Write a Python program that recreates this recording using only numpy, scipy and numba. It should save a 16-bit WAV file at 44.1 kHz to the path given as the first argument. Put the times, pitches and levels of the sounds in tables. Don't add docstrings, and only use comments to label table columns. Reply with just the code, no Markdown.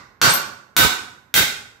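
import sys
import numpy as np
from scipy import signal
from scipy.fft import rfft, irfft
from scipy.io import wavfile
from scipy.ndimage import uniform_filter1d
from numba import njit

SR = 44100
rng = np.random.default_rng(int(sys.argv[2]) if len(sys.argv) > 2 else 0)


def field_ratio(decibels):
    return 10 ** (np.asarray(decibels, dtype=float) / 20)


def log_audio(samples):
    frames = np.atleast_2d(samples).T
    limited = np.clip(frames, -1, 1)
    pcm = np.round(limited * 32767).astype(np.int16)
    wavfile.write(sys.argv[1], SR, pcm)


N = 79380
LEAD = int(0.5 * SR)
M = N + LEAD
BLOW_DB = 21


def read(table, hz):
    table = np.array(table)
    return np.interp(np.log(np.maximum(hz, 1)), np.log(table[:, 0]), table[:, 1])


def unit(x):
    return x / np.sqrt(np.sum(x ** 2))


def colour(x, table):
    size = x.shape[-1]
    gain = field_ratio(read(table, np.fft.rfftfreq(size, 1 / SR)))
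    return irfft(rfft(x) * gain, size)


def ring(hz, t60, db, phase, rise=0.00016, size=SR // 2):
    t = np.arange(size)[:, None] / SR
    fade = np.log(1000) / np.maximum(t60, 0.005)
    modes = np.exp(t * (2j * np.pi * hz - fade) + 1j * phase).imag
    return (modes @ field_ratio(db)) * (1 - np.exp(-t[:, 0] / rise))


def add(out, x, s):
    i = int(round(s * SR)) + LEAD
    out[i:i + len(x)] += x[:len(out) - i]


# pitch in Hz, likeness from 0 to 1.
ALIKE = [(130, 0.67), (290, 0.77), (640, 0.27), (1400, .02), (15000, 0.033)]
# pitch in Hz, left minus right in dB.
LEAN = [(100, -3), (700, -8), (1300, -11), (2400, -2.5), (4400, -3), (6800, -1.5), (8500, 11), (11000, -1),
        (15500, 4)]


def room_noise(size):
    hz = np.fft.rfftfreq(size, 1 / SR)
    alike = np.clip(read(ALIKE, hz), 0, 1)
    mid, side = rfft(rng.standard_normal((2, size)))
    stereo = mid * np.sqrt(1 + alike) + side * np.sqrt(1 - alike) * np.array([[1], [-1]])
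    return hz, stereo * field_ratio(read(LEAN, hz) * np.array([[0.5], [-0.5]]))


# pitch in Hz, level in dB per Hz.
AIR = [(18, -46.5), (30, -7), (108, 2.5), (885, -10), (1050, -1), (1230, -18.5), (1390, -2), (12000, -56),
       (15600, -63.5), (22000, -120)]
# pitch in Hz, gain in dB.
AIR_TOP = [(3000, 0), (6500, 0), (8500, -5)]


def air():
    x = irfft(room_noise(N)[1], N)
    x = colour(colour(x, AIR), AIR_TOP)
    return field_ratio(-57.5) * x / np.sqrt(np.mean(x ** 2))


# pitch in Hz, time to fall 60 dB in seconds.
SHED = [(100, 0.86), (400, 0.6641), (1500, 0.573), (4000, .5), (7000, 0.5054), (10000, 0.4),
        (16000, 0.2671)]


def shed():
    build_s = 0.019
    hz, spec = room_noise(SR)
    t, out = np.arange(SR) / SR, 0
    for centre in 56.6 * 2. ** np.arange(9):
        octaves_away = np.log2(np.maximum(hz, 62.5) / centre)
        share = np.cos(np.pi / 2 * np.clip(octaves_away, -1, 1)) ** 2
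        t60 = max(read(SHED, centre), 0.05)
        fade = np.exp(-np.log(1000) * t / t60)
        out = out + irfft(spec * share, SR) * fade / np.sqrt(t60)
    return unit(out * (1 - np.exp(-t / build_s))) * np.sqrt(2)


# pitch in Hz, time to fall 60 dB in seconds, then level in dB for each stage of bending.
HEAD = [(5560, 1.5, -64, -66, -70), (12312, 1.3, -62, -56, -55), (12720, 1.6, -58, -72, -72)]


def hammer_head():
    out, head = np.zeros(M), np.array(HEAD)
    for s, db, _, stage in BLOWS:
        level_db = head[:, 2 + int(stage)] - 20
        add(out, field_ratio(BLOW_DB + db) * ring(head[:, 0], head[:, 1], level_db, 0, size=SR), s)
    return out


# start in seconds, level in dB, extra for its low pair in dB, extra for its top tones in dB.
BOUNCES = [
    (.2955, -0.5, 3, -10),
    (.318, -7.5, -7.5, 0.5),
    (.3355, -0.5, -7.5, 2.5),
    (.378, -19.5, -1, -8),
    (.425, -27, -4.5, -19.5),
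    (.47, -31, -8, 0),
]
# pitch in Hz, time to fall 60 dB in seconds, level in dB.
OFFCUT = [(8156, .16, 0), (8228, .16, -3), (9811, .22, -11), (9912, .22, -10), (12317, .17, 0),
          (14472, .22, -13)]


def offcut():
    out, bar = np.zeros(M), np.array(OFFCUT)
    hz, t60 = bar[:, 0], bar[:, 1]
    for s, db, low_db, top_db in BOUNCES:
        tilt_db = np.where(hz < 9000, low_db, np.where(hz > 12000, top_db, 0))
        level_db = bar[:, 2] + tilt_db + db - 13
        add(out, ring(hz, t60, level_db, rng.standard_normal(len(bar)), rise=0.0015), s)
    return out


# start in seconds, level in dB, extra crack in dB, stage of bending (whole part: 0, 1 or 2).
BLOWS = [
    (-.36, -1.5, -0.5, 0),
    (0.2154, -2.5, 1.5, 0),
    (0.7657, -0.5, 1.5, 1),
    (1.3405, -2, 1.5, 1.99),
]
# pitch in Hz, time to fall 60 dB in seconds, then level in dB for each stage of bending.
STEEL = [(580, .03, -21.5, -37, -17.5), (802, 0.34, -23, -29, -13.5), (1168.5, 0.14, -2.5, -11, -4.5),
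         (1289, .04, -5, -5.5, -18.5), (1494, 0.027, 0.5, 4, -2.5), (1590, 0.023, 1, -3.5, -6),
         (1648, 0.067, -5, -4, 0), (1838, 0.024, -6, -10.5, -12), (2080, .012, 1.5, -2.5, 2.5),
         (3350, 0.017, -7.5, 1, 0), (3670, 0.017, -11.5, 5, -1), (3712, .05, -14, -9, -0.5),
         (4390, 0.0047, -2, -21.5, -18.5), (4718, .035, -7.5, -13.5, -3)]
# pitch in Hz, then level in dB per Hz for each stage of bending.
CRACK = [(60, -20, -20.5, -22), (370, -16.5, -20.5, -22), (1440, -4.5, -8, -6), (2920, -7.5, -7, -7.5),
         (5510, -7.5, -11, -11.5), (9600, -20.5, -16, -14), (12000, -15.5, -11, -13),
         (16000, -26, -11.5, -12.5)]


def blows():
    crack_s, crack_level_db = 0.0066, 2.5
    through_steel_s, through_steel_db = 0.0012, -42.5
    out, steel = np.zeros(M), np.array(STEEL)
    hz, t60 = steel[:, 0], steel[:, 1]
    t = np.arange(SR // 8) / SR
    for s, db, crack_db, stage in BLOWS:
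        stage = int(stage)
        detune, *phases = rng.standard_normal((3, len(steel)))
        burst = rfft(rng.standard_normal(len(t)) * np.exp(-t / crack_s))
        burst = irfft(burst / np.abs(burst), len(t))
        burst = colour(burst, np.array(CRACK)[:, [0, 1 + stage]]) * np.exp(-t / crack_s / 8)
        mode_db = steel[:, 2 + stage] - 10 * np.log10(t60)
        x = ring(hz, t60, mode_db, phases[0])
        x = unit(x + ring(hz * (1 + 0.017 * detune), t60, mode_db, phases[1]))
        x[:len(t)] += field_ratio(crack_level_db + crack_db) * unit(burst)
        add(out, field_ratio(BLOW_DB + db) * x, s)
        add(out, field_ratio(BLOW_DB + db + through_steel_db) * x[:SR // 100], s - through_steel_s)
    return out


def scene():
    direct_db, offcut_wet_db, head_wet_db = -12, -19, -7
    offcut_pan_db, head_pan_db = 15.5, 8.5
    hit, bar, head = blows(), offcut(), hammer_head()
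    into_shed = hit + field_ratio(offcut_wet_db) * bar + field_ratio(head_wet_db) * head
    wet = signal.fftconvolve(into_shed[None], shed(), axes=1)[:, :M]
    near = field_ratio(direct_db) * hit + bar * field_ratio(np.array([[0], [-offcut_pan_db]]))
    near = near + head * field_ratio(np.array([[0], [-head_pan_db]]))
    return (wet + near)[:, LEAD:] + air()


@njit
def follow(x, up, down):
    e, y = 1e-9, np.empty(len(x))
    for i in range(len(x)):
        a = abs(x[i])
        e += (a - e) * (up if a > e else down)
        y[i] = e
    return y


def hold_level(x, hold_db):
    attack_s, release_s, ratio = 0.0005, 0.004, 8
    loudness = follow(x, 1 / (attack_s * SR), 1 / (release_s * SR))
    over = np.maximum(loudness / field_ratio(hold_db), 1)
    return x * over ** (1 / ratio - 1)


def thumps():
    noise, size = rng.standard_normal(N), rng.exponential(size=N // 64 + 1)
    kicks = noise * field_ratio(1.57 * np.repeat(size, 64)[:N])
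    thump = signal.sosfilt(signal.butter(1, 364, fs=SR, output="sos"), kicks / np.std(kicks))
    return thump / np.std(thump)


# pitch in Hz, gain in dB.
MIC = [(5000, 0), (7200, 1.5), (9300, -5), (11000, -1), (12500, 0), (15500, -1.5)]


def microphones(dry):
    hold, limit, thump, fizz = (-10, -7.5), (-18, -16), (-30.5, -20.5), (-9.5, -11.5)
    break_width_db, sense = 4, int(0.011 * SR)
    out = []
    for x, hold_db, break_db, thump_db, fizz_db in zip(colour(dry, MIC), hold, limit, thump, fizz):
        y = hold_level(x, hold_db)
        recent_power = uniform_filter1d(x ** 2, sense, origin=sense // 2 - 1)
        load_db = 10 * np.log10(recent_power + 1e-9)
        strain = np.clip((load_db - break_db) / break_width_db, 0, 1)
        crackle = np.diff(np.abs(y), prepend=0)
        out.append(y + strain * (field_ratio(thump_db) * thumps() + field_ratio(fizz_db) * crackle))
    return np.array(out)


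def top_cut(x):
    return signal.sosfilt(signal.butter(12, 17030, fs=SR, output="sos"), x)


def record(dry):
    out = microphones(dry)
    out = signal.sosfilt(signal.butter(2, 48, "high", fs=SR, output="sos"), out)
    out = signal.sosfilt(signal.ellip(10, 0.2, 70, 15650, fs=SR, output="sos"), out)
    return top_cut(np.clip(out, -1, 1))


dry = scene()
out = record(dry)
log_audio(out)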